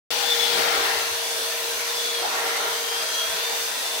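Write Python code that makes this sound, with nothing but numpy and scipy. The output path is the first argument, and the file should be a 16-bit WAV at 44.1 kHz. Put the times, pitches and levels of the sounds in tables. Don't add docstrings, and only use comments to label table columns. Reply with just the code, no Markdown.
import sys
import numpy as np
from scipy import signal
from scipy.fft import rfft, irfft
from scipy.io import wavfile
from scipy.ndimage import map_coordinates

SR = 44100
rng = np.random.default_rng(int(sys.argv[2]) if len(sys.argv) > 2 else 0)


def to_wav(s):
    ch = np.atleast_2d(s).T
    pcm = np.round(np.clip(ch, -1, 1) * 32767)
    wavfile.write(sys.argv[1], SR, pcm.astype(np.int16))


N = 176400

# f/Hz, relative level/dB
RUSH_SPECTRUM = [(25, -26), (55, -26.5), (115, -19.5), (190, -14.5), (265, -3), (340, -6), (420, 1.5),
                 (560, 5.5), (800, 3.5), (1150, 3.5), (1700, 6.5), (2700, 6), (3600, 7), (4500, 7),
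                 (5500, 4.5), (6400, 3), (6950, -0.5), (8200, 1.3), (9200, -1), (10800, -0.6),
                 (13000, -2.5), (15800, -4)]
# f/Hz, width/Hz, boost/dB
HOUSING_RESONANCES = [(642.5, 31, 8.5), (754, 52, -1), (1031, 69, 6.5), (1375, 22, 5), (6136, 400, 5),
                      (10440, 130, 5)]
# f/Hz, left minus right/dB
RUSH_BALANCE = [(60, -2), (270, 4.5), (470, 0.5), (700, 4.5), (1100, 1.5), (2000, 1), (4200, 2.5),
                (6200, -1), (15000, 0.5)]
# t/s, level/dB
RUSH_LOUDNESS = [(.12, -28.5), (.45, -25.5), (.9, -25.5), (1.25, -26), (1.7, -27), (1.95, -26),
                 (2.35, -26.5), (2.9, -26.5), (3.06, -26.5), (3.2, -25.5), (3.6, -26), (4, -27)]
# t/s, boost/dB
RUSH_TREBLE = [(.12, 0.98), (.8, -0.67), (1.2, -0.47), (1.4, 0.75), (1.8, 0.68), (2.05, -0.44), (2.3, -1.4),
               (2.6, -0.01), (3.2, -.6), (3.7, 0.72), (4, 0.53)]
# f/Hz, relative level/dB
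HISS_SPECTRUM = [(30, -33), (150, -8), (200, -11.5), (270, -6), (350, -11), (600, 2), (800, 10), (950, 0),
                 (1400, 1.5), (2000, 4), (2900, 6.5), (4200, 7.5), (5400, 3.5), (6500, -2.5), (8200, -3.5),
                 (9300, -6.5), (13000, -14), (14300, -6), (15500, -4.5)]
# t/s, share of full strength
HISS_NEARNESS = [(.12, 0.55), (.3, 0.54), (.58, 0.67), (.8, 0.42), (.98, 0.22), (1.1, 0.01), (1.4, 0)]
# f/Hz, likeness (0 = unrelated, 1 or more = the same)
EAR_LIKENESS = [(60, .92), (200, 0.7), (420, 1.23), (740, 0.2), (1220, 0), (4000, 0.05), (15000, 0)]
# depth/dB, width/Hz, lifetime/s
SWIRL_PATCHES = [(1.6, 110, .13), (1.1, 450, .1)]
# f/Hz, relative level/dB
ROAR_SPECTRUM = [(60, -45), (160, -23), (230, -22.5), (330, -12.5), (410, -7), (520, -13), (620, -0.5),
                 (830, -1.5), (1000, 0), (1420, -2), (2000, -1), (2700, -9), (4200, -9), (7000, -38),
                 (15000, -53)]
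# f/Hz, width/Hz, boost/dB
NOZZLE_RESONANCES = [(424, 81, 7), (580, 50, 2.5), (793, 160, 1.5), (1374, 51, 4.5), (1397, 25, 4.5)]
# start/s, end/s, full level/dB, left minus right/dB
NOZZLE_STROKES = [(0.432, 0.88, -25, 4), (2.151, 2.656, -29, 0.5), (2.842, 2.94, -37, 0),
                  (3.221, 3.307, -38, 5), (3.42, 3.561, -58, 4)]
# start/s, end/s, first f/Hz, last f/Hz, level/dB
GAP_RASPS = [(0.509, 0.655, 410.6, 453, -35), (.52, 0.782, 659.6, 862, -34.5),
             (0.659, 0.919, 1250, 1502, -32), (2.183, 2.32, 680, 898, -30.5),
             (2.271, 2.421, 938, 1100, -33), (2.444, 2.621, 1952, 2170, -34),
             (2.539, 2.79, 1382, 1403, -35), (3.485, 3.576, 760, 796, -34)]
# t/s, f/Hz, relative level/dB
HOSE_WHISTLE = [(.12, 3490, -38), (.22, 3500, -36), (.29, 3510, -23.5), (.33, 3510, -23), (.35, 3510, -37),
                (.385, 3460, -38), (.4, 3435, -23), (.45, 3425, -24), (.5, 3410, -32), (.58, 3160, -40),
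                (.78, 3120, -38.5), (.95, 3200, -43), (1.03, 3350, -40.5), (1.16, 3360, -42.5),
                (1.3, 3440, -38.5), (1.55, 3570, -42), (1.68, 3530, -47), (1.86, 3740, -51),
                (1.9, 3640, -34), (1.94, 3510, -40), (1.99, 3445, -31.5), (2.12, 3425, -34),
                (2.16, 3320, -33.5), (2.22, 3200, -42), (2.4, 3080, -48), (2.53, 3025, -42),
                (2.71, 3070, -45), (2.78, 3180, -36.5), (3.0, 3205, -39.5), (3.09, 3235, -37.5),
                (3.17, 3255, -32), (3.28, 3280, -35), (3.35, 3480, -37.5), (3.41, 3550, -40),
                (3.455, 3590, -31), (3.5, 3620, -39), (3.55, 3650, -38), (3.7, 3510, -43),
                (3.83, 3540, -42), (3.88, 3530, -34.5), (4.0, 3520, -35)]
# t/s, f/Hz
MOTOR_SPEED = [(.12, 477), (.3, 473), (.54, 472), (.91, 466), (1.51, 464), (1.72, 467), (2.1, 472),
               (2.61, 465.6), (3.45, 464.8), (3.73, 464)]
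# t/s, level/dB
HUM_LOUDNESS = [(.12, -40), (.34, -37.5), (.45, -34), (.7, -36), (1.2, -42), (1.68, -40), (1.78, -45.5),
                (2.0, -40.5), (2.23, -36), (2.3, -47), (2.42, -40.5), (2.77, -39), (2.98, -40.5),
                (3.06, -45.5), (3.3, -46), (3.41, -43.5), (3.58, -39.5), (3.78, -54), (3.98, -45.5)]
# multiple of its speed, level/dB
MOTOR_OVERTONES = [(2, -56), (3, -52), (4, -55), (22, -55)]
# t/s, peak level/dB, f/Hz
FOOTSTEPS = [(.6, -50, 112), (0.777, -48, 62), (.96, -50, 90), (1.107, -48, 92.5), (1.42, -60, 85),
             (1.745, -56, 91), (3.286, -50.5, 75.1), (3.335, -50, 165), (3.605, -59, 65.6)]


def airflow(nearness):
    (db,), (treble_db,) = in_time(RUSH_LOUDNESS), in_time(RUSH_TREBLE)
    rush = air_noise(RUSH_SPECTRUM, HOUSING_RESONANCES, RUSH_BALANCE)
    rush = rush * from_db(db + .35 * drift(30))
    body = below(rush, hz=7000)
    treble = (rush - body) * from_db(treble_db)
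    hiss = air_noise(HISS_SPECTRUM) * nearness * from_db(-24.5) * pan(db=14.5)
    return body + treble + hiss


def nozzle(treble_lag_s=.03):
    t = np.arange(N) / SR
    roar = air_noise(ROAR_SPECTRUM, NOZZLE_RESONANCES)
    bass = below(roar, hz=1200)
    strokes = stroke_strength(t) * bass + stroke_strength(t - treble_lag_s) * (roar - bass)
    return strokes * from_db(.45 * drift(25))


def stroke_strength(t, rise_s=.18, fade_s=.14):
    out = 0
    for start, end, db, pan_db in NOZZLE_STROKES:
        rise = np.clip((t - start) / rise_s, 0, 1)
        fade = np.exp(-np.maximum(t - end, 0) / fade_s)
        out = out + rise * fade * from_db(db) * pan(pan_db)
    return out


def rasps():
    out = 0
    for start, end, first_hz, last_hz, db in GAP_RASPS:
        progress = np.clip((np.arange(N) / SR - start) / (end - start), 0, 1)
        hz = first_hz + (last_hz - first_hz) * progress
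        out = out + from_db(db) * np.sin(np.pi * progress) * noise_band(hz, width_hz=135)
    return out


def hose(nearness, waver_db=2.2, jitter_hz=13):
    hz, db = in_time(HOSE_WHISTLE)
    gain = from_db(db + waver_db * drift(30))
    tone = gain * sine(hz + jitter_hz * drift(96))
    whistle = from_db(-4) * tone + from_db(-6) * room(tone)
    breath = gain * from_db(-8) * noise_band(hz, width_hz=200)
    upper_resonance = from_db(-47) * noise_band(1.22 * hz, width_hz=120)
    return (whistle + breath + upper_resonance) * pan(db=2.5 + 8 * nearness)


def motor(waver_db=1.2, jitter_hz=1.5):
    (hz,), (db,) = in_time(MOTOR_SPEED), in_time(HUM_LOUDNESS)
    hz = hz + jitter_hz * drift(13.3)
    hum = sine(hz) * from_db(db + waver_db * drift(16)) * pan(db=6.5)
    overtones = sum(from_db(level) * sine(multiple * hz) for multiple, level in MOTOR_OVERTONES)
    return hum + room(overtones)


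def footfalls(rise_s=.006, ring_s=.02):
    out = 0
    for start, db, hz in FOOTSTEPS:
        age = np.maximum(np.arange(N) / SR - start, 0)
        strength = (1 - np.exp(-age / rise_s)) * np.exp(-age / ring_s)
        thud = strength * np.sin(2 * np.pi * hz * age)
        out = out + from_db(db) * thud / np.abs(thud).max()
    return (out + from_db(-11) * room(out)) * pan(db=5)


def air_noise(spectrum, resonances=(), balance=None, ripple_db=3, ripple_fade_hz=2510):
    hz = np.maximum(np.arange(N // 2 + 1) * SR / N, 1)
    peaks_db = sum(boost / (1 + (2 * (hz - f) / width) ** 2) for f, width, boost in resonances)
    grid_hz = np.arange(0, SR / 2, 20)
    ripple = np.interp(hz, grid_hz, rng.standard_normal(len(grid_hz))) / np.hypot(1, hz / ripple_fade_hz)
    db = at_hz(spectrum, hz) + peaks_db + ripple_db * ripple
    alike = np.clip(at_hz(EAR_LIKENESS, hz), -1, 1)
    shared, opposed = rfft(rng.standard_normal((2, N)))
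    noise = from_db(db) * (np.sqrt(1 + alike) * shared + np.sqrt(1 - alike) * opposed * [[1], [-1]])
    if balance:
        noise = noise * pan(at_hz(balance, hz))
    return unit_level(swirl(irfft(noise, N)))


def swirl(x):
    hz, t, frames = signal.stft(x, SR, nperseg=1024)
    db = 0
    for depth, width, life in SWIRL_PATCHES:
        patches = rng.standard_normal((int(hz[-1] / width) + 2, int(t[-1] / life) + 2))
        positions = np.meshgrid(hz / width, t / life, indexing="ij")
        db = db + depth * map_coordinates(patches, positions, order=3, mode="nearest")
    return signal.istft(frames * from_db(db), SR)[1][:, :N]


def room(x, echo_s=.55):
    t = np.arange(SR) / SR
    tail = rng.standard_normal((2, SR)) * from_db(-60 * t / echo_s)
    echo = signal.fftconvolve(x[None], tail, axes=1)[:, :N]
    return np.std(x) * unit_level(echo)


def noise_band(hz, width_hz):
    phase = 2 * np.pi * np.cumsum(hz) / SR
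    return np.array([drift(width_hz) * np.cos(phase) + drift(width_hz) * np.sin(phase)
                     for ear in range(2)])


def sine(hz):
    return np.sqrt(2) * np.sin(2 * np.pi * np.cumsum(hz) / SR)


def drift(rate_hz):
    step, warm_up = 40, 2000
    memory = np.exp(-2 * np.pi * rate_hz * step / SR)
    noise = rng.standard_normal(N // step + warm_up + 2)
    slow = signal.lfilter([1], [1, -2 * memory, memory ** 2], noise)[warm_up:]
    return np.interp(np.arange(N) / step, np.arange(len(slow)), unit_level(slow))


def below(x, hz):
    return signal.sosfiltfilt(signal.butter(2, hz, fs=SR, output="sos"), x)


def in_time(rows):
    times, *columns = np.transpose(rows)
    return [np.interp(np.arange(N) / SR, times, column) for column in columns]


def at_hz(rows, hz):
    table_hz, values = np.transpose(rows)
    return np.interp(np.log(hz), np.log(table_hz), values)


def pan(db):
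    return from_db(np.array([[.5], [-.5]]) * db)


def from_db(db):
    return 10 ** (np.asarray(db) / 20)


def unit_level(x):
    return x / np.sqrt(np.mean(x ** 2) + 1e-20)


def scene():
    nearness, = in_time(HISS_NEARNESS)
    return airflow(nearness) + nozzle() + rasps() + hose(nearness) + motor() + footfalls()


def record(dry):
    start_s, cutoff_hz = .105, 15750
    started = np.arange(N) / SR > start_s
    treble_cut = signal.ellip(12, .1, 80, cutoff_hz, fs=SR, output="sos")
    return signal.sosfilt(treble_cut, dry * started)


dry = scene()
out = record(dry)
to_wav(out)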